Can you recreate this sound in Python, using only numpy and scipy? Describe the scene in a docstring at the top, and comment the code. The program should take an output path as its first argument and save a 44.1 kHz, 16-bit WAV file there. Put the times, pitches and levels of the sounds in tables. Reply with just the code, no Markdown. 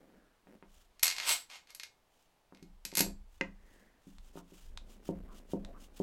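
"""A wooden block rubs dully on a workbench, which sways on its legs, under a faint whistling tone.
One microphone above the bench in a small workshop, a shirt sleeve rustling close by. Steel bar clamps
are being fitted: a jaw rasps and chatters along its ringing bar, the clamp knocks down on the wood and
is shut, and its swivel pad slaps the block. The screw ticks, and each of three turns of the handle
bumps the bench and sets it rocking again."""
import sys
import numpy as np
from scipy import signal
from scipy.fft import rfft, irfft
from scipy.io import wavfile

SR = 44100
rng = np.random.default_rng(int(sys.argv[2]) if len(sys.argv) > 2 else 0)


def bounce(signal):
    """Save signal as a 16-bit WAV file at the path given by the first command-line argument."""
    frames = np.transpose(np.atleast_2d(signal))
    limited = np.clip(frames, -1, 1)
    pcm = np.round(limited * 32767).astype(np.int16)
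    wavfile.write(sys.argv[1], SR, pcm)


N = 265614
TIME = np.arange(N) / SR


def from_db(db):
    """Decibels to gain."""
    return 10 ** (np.asarray(db) / 20)


def rms_one(x):
    """Scale to rms 1."""
    return x / np.sqrt(np.mean(x ** 2) + 1e-20)


def unit_energy(x):
    """Scale so that the squares sum to 1."""
    return x / np.linalg.norm(x)


def at_hz(points, hz):
    """Read a table on a log-frequency axis."""
    freqs, values = np.transpose(points)
    return np.interp(np.log(np.maximum(hz, 1)), np.log(freqs), values)


def add(track, start_s, sound):
    """Mix a sound into a track."""
    start = round(start_s * SR)
    track[start:start + len(sound)] += sound[:N - start]


def convolve(x, response):
    """Pass a signal through an impulse response."""
    return signal.oaconvolve(x, response)[:N]


def lowpass(x, hz, order=2):
    """Butterworth low-pass."""
    return signal.sosfilt(signal.butter(order, min(hz, .45 * SR), fs=SR, output="sos"), x)


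def bandpass(x, edges_hz):
    """Butterworth band-pass."""
    return signal.sosfilt(signal.butter(2, edges_hz, "band", fs=SR, output="sos"), x)


def coloured(x, colour, size=4096):
    """Causal (minimum-phase) filter with the given spectral shape and unit energy."""
    gain = from_db(at_hz(colour, np.fft.rfftfreq(size, 1 / SR)))
    cepstrum = irfft(np.log(gain))
    cepstrum[1:size // 2] *= 2
    cepstrum[size // 2 + 1:] = 0
    response = irfft(np.exp(rfft(cepstrum)))
    return convolve(x, unit_energy(response))


def noise(colour):
    """Coloured noise, rms 1."""
    return rms_one(coloured(rng.standard_normal(N), colour))


def wander(rate_hz):
    """Smooth random drift, rms 1."""
    return rms_one(lowpass(rng.standard_normal(N), rate_hz))


def flutter(rate_hz, depth_db):
    """Uneven contact: a gain that wanders at random, rms 1."""
    return rms_one(from_db(depth_db * np.clip(wander(rate_hz), -2, 2)))


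def grains(per_s, spread_db):
    """Tiny random impulses of uneven size, rms 1."""
    sizes = from_db(spread_db * np.minimum(rng.exponential(1, N), 4))
    signs = rng.choice([-1, 1], N)
    present = rng.random(N) < per_s / SR
    return rms_one(sizes * signs * present)


def ringing(modes, size=22050):
    """Impulse response of damped modes, given as rows of pitch_hz, level_db, t60_s."""
    t = TIME[:size]
    return sum(from_db(db - 60 * t / t60) * np.cos(2 * np.pi * hz * t) for hz, db, t60 in modes)


def burst(decay_s, size=2048):
    """Micro-bounces of one contact: roughly even in spectrum, dying quickly, unit energy."""
    t = TIME[:size]
    bounces = rng.standard_normal(size) * np.exp(-t / decay_s)
    whitened = irfft(np.exp(1j * np.angle(rfft(bounces))))
    return unit_energy(whitened * np.exp(-t / (4 * decay_s)))


def swell(peak_s, db, half_s):
    """Bell-shaped rise and fall in level."""
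    return from_db(db) * np.exp(-np.minimum(((TIME - peak_s) / half_s) ** 2, 20))


def stroke(peak_s, db, attack_s, hold_s, release_s):
    """Level of one push: it grows tenfold per attack time, holds, and falls tenfold per release time."""
    early = np.maximum(peak_s - TIME, 0) / attack_s
    late = np.maximum(TIME - peak_s - hold_s, 0) / release_s
    return from_db(db - 20 * np.minimum(early + late, 10))


# Tightening turns, timed where the hand grips the handle and bumps the bench: start_s, bump_db
TURNS = [(5.0903, -23), (5.5348, -23), (6.0009, -23.5)]

def each_turn(after_s, db, half_s):
    """One part of the gesture, repeated on every turn: rows of peak_s, level_db, half_length_s."""
    return [(start_s + after_s, db, half_s) for start_s, _ in TURNS]


# Spectrum of the quiet workshop: freq_hz, gain_db
ROOM_TONE_COLOUR = [(25, 11.5), (100, -0.5), (300, -1.5), (800, 0), (1500, -8), (3000, -10.5), (6000, -16),
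                    (15000, -22)]

def room_tone(level_db=-72):
    """A faint, steady, low background at the microphone."""
    return from_db(level_db) * noise(ROOM_TONE_COLOUR)


# Hands shift the block on the bench: peak_s, level_db, half_length_s
RUBS = [(0.08, -63, 0.19), (0.523, -56.5, 0.048), (2.586, -70, 0.041), (3.781, -66.5, 0.18),
        (4.386, -68.5, 0.13), (4.95, -65.5, 0.31)]
# Spectrum of wood dragged on wood: freq_hz, gain_db
RUB_COLOUR = [(60, -13), (130, -12), (200, 6.5), (320, 0), (600, -5.5), (1000, -16), (2000, -20.5),
              (5000, -36)]

def block_rub():
    """The block drags over the bench in sparse, dull slips when shifted and on each turn."""
    moves = RUBS + each_turn(after_s=0.19, db=-61.5, half_s=0.22)
    level = sum(swell(*move) for move in moves)
    return level * coloured(grains(per_s=410, spread_db=-1.5), RUB_COLOUR)


# Shoves that set the bench swaying: start_s, level_db
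SHOVES = [(0.1, -72.5), (0.626, -60), (1.029, -78), (2.625, -56), (3.005, -47.5), (3.411, -55),
          (4.1, -52.5), (4.6, -47)]
# Spectrum of the bench's rumble: freq_hz, gain_db
RUMBLE_COLOUR = [(12, -10), (25, 0), (50, -2.5), (90, -10.5), (160, -29.5), (500, -66)]

def bench_sway(leg_hz=26.6, wander_hz=3, rumble_db=-5, turn_db=-47, lag_s=0.085):
    """After each shove or turn the bench rocks at the wavering rate of its legs, rumbles and settles."""
    shoves = SHOVES + [(s, turn_db) for s, _ in TURNS]
    level = sum(stroke(s + lag_s, db, attack_s=0.11, hold_s=0.026, release_s=0.38) for s, db in shoves)
    rate_hz = leg_hz + wander_hz * wander(rate_hz=10)
    rocking = rms_one(np.sin(2 * np.pi * np.cumsum(rate_hz) / SR))
    return level * (rocking + from_db(rumble_db) * noise(RUMBLE_COLOUR))


# Two faint, drawn-out whistling tones, then two short creaks: peak_s, level_db, half_length_s, pitch_hz
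WHISTLES_AND_CREAKS = [(0.23, -76, 0.16, 1500), (3.776, -72, 0.2, 1780), (4.387, -63.5, 0.026, 1150),
                       (5.68, -56, 0.043, 620)]

def whistles_and_creaks(twist_hz=1174, log_half_width=0.14):
    """Narrow bands of noise whistle or creak; on each turn the pad creaks as it twists on the wood."""
    twists = [(*twist, twist_hz) for twist in each_turn(after_s=0.229, db=-62, half_s=0.031)]
    hiss = grains(per_s=4100, spread_db=0.5)
    tones = np.zeros(N)
    for peak_s, db, half_s, pitch_hz in WHISTLES_AND_CREAKS + twists:
        resonance = bandpass(hiss, pitch_hz * np.exp([-log_half_width, log_half_width]))
        tones += swell(peak_s, db, half_s) * rms_one(resonance)
    return tones


# Blows that reach the block and bench: start_s, level_db, hardness_hz
KNOCKS = [(0.471, -55.5, 2960), (0.626, -48, 2920), (2.524, -47.5, 1400), (2.625, -39, 291),
          (2.8511, -48.5, 1484), (2.927, -40.5, 792), (2.976, -32.5, 1210), (3.005, -25.5, 920),
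          (3.064, -35, 850), (3.412, -31, 1800), (4.069, -41.5, 297), (4.356, -39, 700), (4.374, -40, 1277),
          (4.521, -44, 447)]
# Modes of the block and bench top: pitch_hz, level_db, t60_s
BENCH_MODES = [(176, -6, .28), (200, -5, .24), (275, -4, .19), (324, -8, .17), (376, -2, .12),
               (484, -11, .13), (535, -7, .15), (665, -7, .1), (900, -8, .08)]
# Spectrum of the wood's thud: freq_hz, gain_db
THUD_COLOUR = [(60, -16), (150, -9.5), (300, 6.5), (600, -5.5), (1200, -2.5), (3000, -12.5), (9000, -31)]

def bench_knocks(thud_db=14, ring_db=-11, vary_db=3, turn_hardness_hz=615):
    """Each blow thuds and rings the bench in its own mix; soft contacts reach only the low modes."""
    push, ring = np.zeros(N), np.zeros(N)
    impulse = signal.unit_impulse(SR // 20)
    bumps = [(*turn, turn_hardness_hz) for turn in TURNS]
    for start_s, db, hardness_hz in KNOCKS + bumps:
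        modes = [(hz, level + vary_db * rng.standard_normal(), t60) for hz, level, t60 in BENCH_MODES]
        add(push, start_s, from_db(db) * lowpass(impulse, hardness_hz, order=4))
        add(ring, start_s, from_db(db) * lowpass(ringing(modes), hardness_hz, order=4))
    return from_db(thud_db) * coloured(push, THUD_COLOUR) + from_db(ring_db) * ring


# The arm moves between jobs, close to the microphone: peak_s, level_db, half_length_s
SWISHES = [(0.778, -70, 0.082), (2.207, -76, 0.091), (3.351, -73, 0.054), (3.75, -71.5, 0.11),
           (4.1, -71, 0.082), (4.272, -69, 0.05), (4.376, -61, 0.028), (4.59, -63.5, 0.099)]
# Spectrum of shirt cloth: freq_hz, gain_db
SLEEVE_COLOUR = [(500, -7.5), (1300, -1.5), (2200, -5), (3000, 3), (4200, -4), (7000, -1.5), (10000, -7.5),
                 (15000, -10)]

def sleeve_rustle():
    """Cloth fibres hiss unevenly as the arm moves, swings back for a turn and grips the handle."""
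    reaches = each_turn(after_s=-0.17, db=-62.5, half_s=0.04)
    grips = each_turn(after_s=-0.013, db=-60, half_s=0.034)
    level = sum(swell(*move) for move in SWISHES + reaches + grips)
    fibres = coloured(grains(per_s=6300, spread_db=1.0), SLEEVE_COLOUR)
    return level * fibres * flutter(rate_hz=55, depth_db=2.4)


# Single steel-on-steel contacts: start_s, level_db, brightness_hz
CLINKS = [(0.995, -40, 6830), (1.029, -21.5, 12100), (1.0318, -12, 15500), (1.292, -17.5, 8100),
          (1.5, -37, 4320), (1.672, -45, 3900), (1.704, -42.5, 7640), (1.7486, -36.5, 13600),
          (1.798, -26.5, 4400), (1.8333, -26.5, 4660), (1.836, -34.5, 4900), (2.627, -47, 6700),
          (2.8513, -25.5, 8330), (2.854, -32, 8740), (2.917, -36, 4250), (2.937, -39, 6000),
          (2.9526, -23, 13000), (2.9965, -26, 14500), (3.0056, -18.5, 16450), (3.0069, -16, 14300)]
# Modes of the clamp's bar and jaw: pitch_hz, level_db, t60_s
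BAR_MODES = [(1720, -11, .12), (2169, -7, .26), (2406, -9, .14), (2467, -10, .18), (3402, -8, .11),
             (4274, -5, .21), (4404, -7, .18), (4618, -4, .19), (6053, -6, .19), (7009, -6, .13),
             (7594, -6, .21), (7682, -6, .21), (7951, -7, .24), (8630, -12, .16), (9453, -3, .2),
             (11397, 5.5, .14), (11487, 6.5, .13), (12586, -4, .16)]
# Spectrum of the crack of steel on steel: freq_hz, gain_db
CRACK_COLOUR = [(150, -31), (600, -20), (1200, -9.5), (1700, -4.5), (2400, -0.5), (3300, -4), (4500, 2),
                (7000, 0.5), (10000, -1), (11700, 7), (13200, -5.5), (16000, -15)]

def steel_clinks(crack_db=15, ring_db=-30, vary_db=2.5, single_chatter_s=0.0033):
    """Each contact or catch of the jaw cracks, then the bar rings in a mix set by where it is touched."""
    force, ring = np.zeros(N), np.zeros(N)
    modes = np.array([ringing([mode], size=12000) for mode in BAR_MODES])
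    singles = [(*clink, single_chatter_s) for clink in CLINKS]
    for start_s, db, brightness_hz, chatter_s in singles + jaw_catches():
        contact = from_db(db) * lowpass(burst(chatter_s), brightness_hz)
        mix = from_db(vary_db * rng.standard_normal(len(modes)))
        add(force, start_s, contact)
        add(ring, start_s, signal.fftconvolve(contact, mix @ modes))
    return from_db(crack_db) * coloured(force, CRACK_COLOUR) + from_db(ring_db) * ring


# Pushes that slide the jaw: peak_s, level_db, attack_s, hold_s, release_s, top_speed_fraction
SLIDES = [(1.029, -36.5, 0.001, 0.012, 0.091, 1), (1.29, -32, 0.14, 0.028, 0.068, 1),
          (1.501, -49.5, 0.0085, 0.06, 0.06, 0.01), (1.696, -57, 0.019, 0.0073, 0.05, 0.05)]
# Bar modes that sing under the sliding jaw: pitch_hz, width_hz, level_db
SQUEAL_MODES = [(12100, 500, -8), (7600, 50, 0), (7700, 80, 0), (7800, 70, -3), (7952, 45, -1),
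                (9455, 40, -5)]
# Spectrum of the jaw's rasp: freq_hz, gain_db
RASP_COLOUR = [(100, -34.5), (400, -13), (900, -2.5), (1700, -5.5), (2400, 1), (5000, 0), (7000, -1.5),
               (10500, -8.5), (12200, -2.5), (13500, -14.5), (16000, -24)]

def jaw_slide(speed_up_s=0.047, slow_cutoff_hz=3800, squeal_db=-2, bar_db=-14):
    """The jaw rasps over the bar and rings it; speed brightens the rasp and makes the bar sing."""
    fast, slow = np.zeros(N), np.zeros(N)
    for peak_s, db, attack_s, hold_s, release_s, top_speed in SLIDES:
        force = stroke(peak_s, db, attack_s, hold_s, release_s)
        speed = top_speed * np.clip(1 + (TIME - peak_s) / speed_up_s, 0, 1)
        fast += force * speed
        slow += force * (1 - speed)
    friction = grains(per_s=9000, spread_db=3.0) * flutter(rate_hz=130, depth_db=1.8)
    drag = fast * friction + lowpass(slow * friction, slow_cutoff_hz, order=1)
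    # The narrower a mode, the longer it rings.
    singing = [(hz, db + 10 * np.log10(width_hz), np.log(1000) / (np.pi * width_hz))
               for hz, width_hz, db in SQUEAL_MODES]
    squeal = convolve(fast * friction, unit_energy(ringing(singing)))
    ring = convolve(drag, unit_energy(lowpass(ringing(BAR_MODES), hz=5454)))
    return coloured(drag, RASP_COLOUR) + from_db(bar_db) * ring + from_db(squeal_db) * squeal


# Runs of the juddering jaw: start_s, end_s, gap_s, first_level_db, first_brightness_hz, chatter_s
JUDDERS = [(1.0448, 1.1247, 0.0115, -18.5, 8770, 0.002), (1.165, 1.2, 0.019, -24, 4650, 0.003),
           (2.548, 2.595, 0.023, -46, 3860, 0.0017), (2.971, 2.9916, 0.0112, -18, 13600, 0.0041)]

def jaw_catches(fade_db_per_s=22, dull_octaves_per_s=14, vary_db=5.5, jitter_s=0.0004):
    """Contacts of a jaw that judders along the bar: almost evenly spaced, tending weaker and duller."""
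    catches = []
    for start_s, end_s, gap_s, first_db, first_hz, chatter_s in JUDDERS:
        length_s = end_s - start_s
        for age_s in np.linspace(0, length_s, round(length_s / gap_s) + 1):
            catch_s = start_s + age_s + jitter_s * rng.standard_normal()
            db = first_db - fade_db_per_s * age_s + vary_db * rng.standard_normal()
            brightness_hz = first_hz * 2 ** (-dull_octaves_per_s * age_s)
            catches.append((catch_s, db, brightness_hz, chatter_s))
    return catches


# Two contacts of the swivel pad on the block, heard as one slap: start_s, level_db
PAD_CONTACTS = [(3.4106, -19.5), (3.412, -25)]
# Modes of the pad: pitch_hz, level_db, t60_s
PAD_MODES = [(530, 3, .15), (1598, -5, .06), (1896, -6, .05), (2025, -8, .13), (2060, 3, .045),
             (2458, -10, .09), (2690, -8, .07)]
# Spectrum of the slap: freq_hz, gain_db
PAD_COLOUR = [(200, 3.5), (550, 4), (1150, -20), (1650, 2), (2030, 15), (2300, -2), (2750, 9), (3400, -19),
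              (6500, -11.5), (9000, -27), (13000, -68)]

def pad_slap(slap_db=11, ring_db=-17):
    """The loose pad slaps the wood once and rings briefly."""
    force = np.zeros(N)
    for start_s, db in PAD_CONTACTS:
        add(force, start_s, from_db(db) * burst(decay_s=0.002))
    ring = convolve(lowpass(force, hz=4160), ringing(PAD_MODES))
    return from_db(slap_db) * coloured(force, PAD_COLOUR) + from_db(ring_db) * ring


# Slips of the screw and handle: start_s, level_db
TICKS = [(4.184, -34.5), (4.7745, -20.5), (5.6486, -27)]
# Spectrum of a tick: freq_hz, gain_db
TICK_COLOUR = [(200, -35), (900, 8), (2000, 6), (3000, 2.5), (3700, 13), (4400, 5.5), (5000, 1.5),
               (8000, -2), (16000, -30)]

def screw_ticks():
    """The screw slips in tiny dry ticks."""
    force = np.zeros(N)
    for start_s, db in TICKS:
        add(force, start_s, from_db(db) * burst(decay_s=0.002))
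    return coloured(force, TICK_COLOUR)


# Decay of the small workshop: freq_hz, t60_s
ROOM_T60 = [(150, 0.3), (400, 0.19), (1000, 0.22), (3000, 0.2), (7500, 0.2), (14000, 0.14)]

def workshop_reflections(x, first_echo_s=0.0012, size=22050):
    """Dense reflections reach the microphone and die at their own rate in each octave."""
    t, response = TIME[:size], np.zeros(size)
    edges_hz = np.geomspace(70, 18000, 9)
    for low, high in zip(edges_hz, edges_hz[1:]):
        t60_s = at_hz(ROOM_T60, np.sqrt(low * high))
        response += bandpass(rng.standard_normal(size), [low, high]) * from_db(-60 * t / t60_s)
    response *= np.clip(t / first_echo_s - 1, 0, 1)
    return convolve(x, unit_energy(response))


def scene(steel_room_db=-6, wood_room_db=-5, screw_room_db=-12):
    """One microphone above the bench; screw and pad are nearer, so drier, than the bar and the wood."""
    steel = steel_clinks() + jaw_slide()
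    wood = bench_knocks()
    screw = screw_ticks() + pad_slap()
    to_room = from_db(steel_room_db) * steel + from_db(wood_room_db) * wood
    to_room += from_db(screw_room_db) * screw
    room = workshop_reflections(to_room) + room_tone()
    soft_sounds = sleeve_rustle() + block_rub() + whistles_and_creaks() + bench_sway()
    return (steel + wood + screw + soft_sounds + room)[None]


def record(dry, cutoff_hz=16200):
    """The highest treble is cut steeply."""
    return signal.sosfilt(signal.ellip(10, .1, 80, cutoff_hz, fs=SR, output="sos"), dry)


dry = scene()
out = record(dry)
bounce(out)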